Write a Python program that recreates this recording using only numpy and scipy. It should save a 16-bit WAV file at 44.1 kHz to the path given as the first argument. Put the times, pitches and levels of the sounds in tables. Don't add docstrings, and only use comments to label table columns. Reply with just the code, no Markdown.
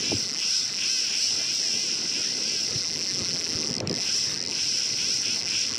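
import sys
import numpy as np
from scipy import signal
from scipy.fft import rfft, irfft, next_fast_len
from scipy.io import wavfile
from scipy.ndimage import uniform_filter1d, minimum_filter1d, map_coordinates

SR = 44100
rng = np.random.default_rng(int(sys.argv[2]) if len(sys.argv) > 2 else 0)


def undo_db(level):
    steps = np.asarray(level, float) / 20
    return 10 ** steps


def persist_wave(psi):
    counts = np.round(np.clip(psi, -1, 1) * 32767).astype(np.int16)
    wavfile.write(sys.argv[1], SR, np.atleast_2d(counts).T)


N = 255161
USUAL_TEETH_PER_S = 300
INERTIA_SAMPLES = 880


def unit(x):
    return x / np.sqrt(np.mean(x ** 2) + 1e-20)


def curves(rows):
    s, *cols = np.transpose(rows)
    return [np.interp(np.arange(N) / SR, s, c) for c in cols]


def wobble(knots_per_s):
    knots = rng.standard_normal(int(N * knots_per_s / SR) + 4)
    return map_coordinates(knots, [np.arange(N) * knots_per_s / SR])


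def filtered(x, response):
    m = next_fast_len(N + 8192)
    return irfft(rfft(x, m) * response(np.fft.rfftfreq(m, 1 / SR)), m)[..., :N]


def resonance(hz, width_hz):
    return lambda f: 1j * f * width_hz / (hz * hz - f * f + 1j * f * width_hz)


def rush(spectrum, patchy_db):
    z = signal.stft(rng.standard_normal(N), nperseg=512)[2]
    field = uniform_filter1d(rng.standard_normal(z.shape), 4, 0)
    field = uniform_filter1d(field, 10, 1)
    noise = signal.istft(z * undo_db(patchy_db * unit(field)), nperseg=512)[1][:N]
    hz, db = np.transpose(spectrum)
    return unit(filtered(noise, lambda f: undo_db(np.interp(np.log(f + 1), np.log(hz), db))))


def pulses(at, size):
    taps = np.floor(at)[:, None] + np.arange(-7, 9)
    offset = taps - at[:, None]
    shape = np.sinc(offset) * np.cos(np.pi * offset / 16) ** 2
    slots = np.clip(taps, 0, N).astype(int)
    return np.bincount(slots.ravel(), (size[:, None] * shape).ravel(), N + 1)[:N]


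def struck(modes, at, size, scatter_db, scrape, contact_hz):
    landing = filtered(pulses(at, size * scrape), lambda f: 1 / (1 + 1j * f / contact_hz) ** 2)
    grit = landing * rng.standard_normal(N) * np.sqrt(SR / contact_hz)
    sound = 0
    for k, (hz, width_hz, db) in enumerate(modes):
        strength = undo_db(scatter_db * rng.standard_normal(len(at)))
        blow = pulses(at, size * strength) + grit
        sound = sound + (-1) ** k * undo_db(db) * filtered(blow, resonance(hz, width_hz))
    return sound


def spool_speed():
    # time in seconds, pull in teeth per second.
    pull = [(0.0, 190.6), (0.05, 334.0), (0.118, 349.2), (0.338, 120.2), (0.388, 170.1), (0.47, 487.2),
            (0.572, 678.2), (0.678, 251.1), (0.762, 158.2), (0.9, 528.5), (1.002, 500.3), (1.038, 393.3),
            (1.122, 288.2), (1.23, 601.1), (1.312, 533.3), (1.378, 338.2), (1.504, 349.3), (1.548, 477.5),
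            (1.712, 386.7), (1.82, 417.8), (1.948, 292.6), (2.062, 241.1), (2.202, 372.1), (2.348, 244.4),
            (2.518, 344.3), (2.644, 295.7), (2.688, 202.3), (2.792, 250.5), (2.828, 167.2), (2.998, 151.2),
            (3.022, 193.1), (3.662, 154.9), (3.865, -12.4), (3.882, 52.6), (3.932, 67.5), (4.07, 300.8),
            (4.17, 548.0), (4.274, 291.7), (4.4, 88.7), (4.468, 79.5), (4.66, 465.2), (4.762, 362.0),
            (4.788, 413.6), (4.844, 319.7), (4.952, 240.7), (4.996, 329.6), (5.152, 511.0), (5.22, 175.3),
            (5.258, 307.7), (5.332, 390.0), (5.43, 90.7), (5.6, 423.7), (5.722, 112.8), (5.79, 122.7)]
    speed = uniform_filter1d(curves(pull)[0], INERTIA_SAMPLES)
    return np.clip(uniform_filter1d(speed, INERTIA_SAMPLES), 0, None)


def ratchet(speed):
    # ring in dB, knock in dB, both before scaling by speed.
    teeth = [(1.2, -0.1), (-0.9, -0.3), (-1.6, 0.9), (0.2, 1.1), (1.0, -0.3), (-2.0, -0.9), (-0.7, 0.0),
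             (1.1, 0.5), (1.7, -0.8)]
    # frequency in Hz, width in Hz, relative level in dB.
    ring_modes = [(4972, 140, 15.5), (5780, 1270, 13), (5990, 1400, 5.5)]
    edge_modes = [(7410, 550, 2.5), (9410, 750, -4), (9600, 380, -14.5), (12800, 2700, -21)]
    spring_modes = [(3280, 1300, -7.5), (4505, 550, 5)]
    spool_modes = [(2050, 52, 0)]
    frame_modes = [(1560, 180, -1), (2000, 330, -4), (2514, 450, 7), (3335, 650, 5)]
    cup_modes = [(2850, 2300, 0)]
    # time in seconds, ring in dB, knock in dB beside the ring.
    drift = [(0, -1.5, 1.5), (.1, -1, 3.5), (.25, 1, -1), (.45, -0.7, 0), (.6, -1.7, -2.5), (.85, .1, 4),
             (1.1, -1.1, 3.5), (1.35, -0.7, 0.5), (2.0, -0.5, 1), (2.5, -0.5, -0.5), (2.8, 0.35, -1.5),
             (3.6, 0.7, 1.5), (4.2, -0.2, -0.3), (4.8, 0, -0.5), (5.12, 0.5, 1), (5.3, -.5, 3),
             (5.55, 0.5, 3), (5.79, 1.3, 7.5)]
    deep_tooth = 2
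    first_tooth = .864

    passed = first_tooth + np.cumsum(speed) / SR
    tooth = np.arange(1, int(passed[-1]) + 1)
    at = np.interp(tooth, passed, np.arange(N))

    octaves = np.clip(np.log2(speed / USUAL_TEETH_PER_S + 1e-3), -1.2, None)
    rising = np.gradient(uniform_filter1d(octaves, 2 * INERTIA_SAMPLES)) * SR
    knock_peak_hz, knock_width_octaves = 343, 0.26
    in_step = np.exp(-(np.log2(speed / knock_peak_hz + 1e-3) / knock_width_octaves) ** 2)
    ring_drift_db, knock_drift_db = curves(drift)
    ring_db = 2.5 * octaves + 1.4 * np.clip(octaves, 0, None) ** 2 + ring_drift_db
    knock_db = -17 + 6.5 * in_step + 2.1 * octaves + 0.2649 * rising + knock_drift_db
    speed_then, ring_db, knock_db = (c[at.astype(int)] for c in (speed, ring_db, knock_db))

    loose = 1 / (1 + (speed_then / 290) ** 8)
    jitter_s = .000011 + .00002 * (speed_then / 600) ** 2 + .00005 * loose
    at = at - SR * .0013 + SR * jitter_s * rng.standard_normal(len(at))
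    at = at + SR * .00006 * wobble(40)[np.clip(at, 0, N - 1).astype(int)]

    tooth_index = tooth % len(teeth)
    worn_db = np.array(teeth)[tooth_index] * np.transpose([1.12 - 0.1 * loose, 1.6 + 0.73 * loose])
    share = np.clip(speed_then, 45, None) ** -.5
    ring_size = undo_db(ring_db + worn_db[:, 0]) * share
    knock_size = undo_db(ring_db + knock_db + worn_db[:, 1]) * share

    ring_at = at + SR * .000012 * rng.standard_normal(len(at))
    ring = struck(ring_modes, ring_at, ring_size, scatter_db=1.5, scrape=.4, contact_hz=450)
    edge = struck(edge_modes, at, ring_size, scatter_db=4.0, scrape=1.1, contact_hz=250)
    spring = struck(spring_modes, at, ring_size * (1.3 + 0.37 * loose),
                    scatter_db=3.0, scrape=0.93, contact_hz=420)
    spool = struck(spool_modes, at, ring_size * (3.3 + loose),
                   scatter_db=1.0, scrape=0.27 + 0.31 * loose, contact_hz=296)
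    knock = struck(frame_modes, at, knock_size,
                   scatter_db=1 + 2 * loose, scrape=.15 + .45 * loose, contact_hz=350)
    deep = tooth_index == deep_tooth
    cup = struck(cup_modes, at[deep], (ring_size * loose)[deep], scatter_db=2.5, scrape=.3, contact_hz=300)

    ring = filtered(ring, lambda f: resonance(5500, 1350)(f) ** 3)
    knock = filtered(knock, lambda f: resonance(2500, 3600)(f) ** 2)
    spring = filtered(spring, lambda f: resonance(4200, 2600)(f) ** 2)
    spool = filtered(spool, resonance(2045, 900))
    cup = filtered(cup, resonance(2640, 1500))
    levels_db = [(-28.0, ring), (-39.5, knock), (-47.0, edge), (-38.5, spring), (-50.5, spool), (-53, cup)]
    return sum(undo_db(db) * unit(part) for db, part in levels_db)


def spool_whir(speed):
    # frequency in Hz, relative density in dB.
    spectrum = [(760, -80), (1300, -8.5), (1590, -2), (1800, -63), (2600, 4), (3600, 0), (4730, 6.5),
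                (5310, 8), (5720, 4), (6980, -5), (7750, -6.5), (14900, -55), (16000, -45)]
    swell = (speed / USUAL_TEETH_PER_S) ** 0.78 * undo_db(0.37 * wobble(4.1))
    return undo_db(-38.5) * swell * rush(spectrum, patchy_db=4.5)


def line_hiss(speed):
    # frequency in Hz, relative density in dB.
    spectrum = [(6000, -38), (8200, -2.5), (9600, -3), (10300, -6.5), (13500, -12), (15500, -10)]
    flicker = undo_db(2.3 * wobble(15) + 3.9 * wobble(35))
    swell = (speed / USUAL_TEETH_PER_S) ** 0.58 * flicker
    return undo_db(-61.5) * swell * rush(spectrum, patchy_db=3.0)


def reel():
    speed = spool_speed()
    return ratchet(speed) + spool_whir(speed) + line_hiss(speed)


def wind():
    # time in seconds, buffet level in dB.
    gusts = [(0, -44.5), (.16, -39.5), (.3, -47), (.55, -49.5), (1.3, -46.5), (2.2, -44.5), (2.65, -44),
             (2.76, -41.5), (2.85, -45), (3.2, -41), (3.55, -40.5), (3.76, -42), (3.81, -37.5), (3.92, -37),
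             (3.97, -42.5), (4.45, -44), (4.8, -46.5), (5.03, -44), (5.3, -45), (5.79, -45.5)]
    # start in seconds, level in dB before the shared gain and decay, frequency in Hz.
    thumps = [(.117, -17, 450), (.1207, -16.5, 680), (0.1278, -13, 340), (.137, -16.5, 273),
              (0.145, -18, 113), (2.755, -20, 125), (3.214, -25.5, 112), (3.308, -30, 196),
              (3.549, -23.5, 99), (3.706, -24.5, 151), (3.808, -20, 525), (3.826, -35, 201),
              (3.876, -20, 159), (3.904, -30, 201), (5.03, -33, 101)]
    # frequency in Hz, relative density in dB.
    buffet_spectrum = [(65, -12.5), (110, -6.5), (219, 2), (498, -3.5), (699, -17), (1020, -18.5),
                       (1200, -21), (1560, -46), (2640, -120)]
    rumble_spectrum = [(15, -54), (25, -40), (81, 3.5), (150, 5.5), (200, -36), (330, -120)]

    buffet_db, = curves(gusts)
    lumps = undo_db(0.43 * wobble(4.53) + 0.8 * wobble(12) + 2.1 * wobble(35))
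    buffet = undo_db(buffet_db) * unit(lumps * rush(buffet_spectrum, patchy_db=0.5))

    mean_db = buffet_db.mean()
    rumble_db = mean_db - 8.5 + 1.74 * (buffet_db - mean_db)
    rumble_lumps = undo_db(1.65 * wobble(7) + 4.4 * wobble(16))
    rumble = undo_db(rumble_db) * unit(rumble_lumps * rush(rumble_spectrum, patchy_db=2.3))

    sound = np.pad(buffet + rumble, (0, SR))
    t = np.arange(SR // 10) / SR
    for s, db, hz in thumps:
        turns = hz * t
        eddy = np.sin(2 * np.pi * turns) * turns * np.exp(-1.8 * turns)
        sound[round(s * SR):][:len(t)] += undo_db(db + 9.0) * eddy
    return sound[:N]


def surf():
    # frequency in Hz, relative density in dB.
    spectrum = [(350, -92), (600, -7.5), (944, -11), (1010, -12), (1550, -9.5), (1850, -7.5), (2340, -8),
                (2610, -10.5), (7310, -19.5), (16000, -96)]
    return undo_db(-47.0 + 0.13 * wobble(0.15) + 0.76 * wobble(1.48)) * rush(spectrum, patchy_db=4.0)


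def scene():
    return (reel() + wind() + surf())[None]


def ducked(x):
    split_hz, window_s, pivot_db, bass_db_per_treble_db = 1840, 0.043, -26.5, -0.62
    treble = filtered(x, lambda f: 1 / (1 + (split_hz / (f + 1)) ** 6))
    power = uniform_filter1d(treble ** 2, round(window_s * SR))
    level_db = 10 * np.log10(np.abs(power) + 1e-9)
    bass_db = bass_db_per_treble_db * np.clip(level_db - pivot_db, -9, 9)
    return treble + (x - treble) * undo_db(bass_db)


def roll_off(x):
    return signal.sosfilt(signal.butter(12, 16480, fs=SR, output="sos"), x)


def record(dry):
    low_cut_hz, top_hz, ceiling = 75, 15900, .2

    def band(f):
        u = f / low_cut_hz
        low_cut = (1j * u) ** 2 / (1 + 1.4j * u - u ** 2)
        return low_cut / (1 + (f / top_hz) ** 60)

    heard = filtered(ducked(dry), band)
    needed = ceiling / np.maximum(np.abs(heard), ceiling)
    gain = uniform_filter1d(minimum_filter1d(needed, size=61), size=41)
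    mix = filtered(heard * gain, lambda f: f < top_hz)
    return roll_off(mix)


dry = scene()
out = record(dry)
persist_wave(out)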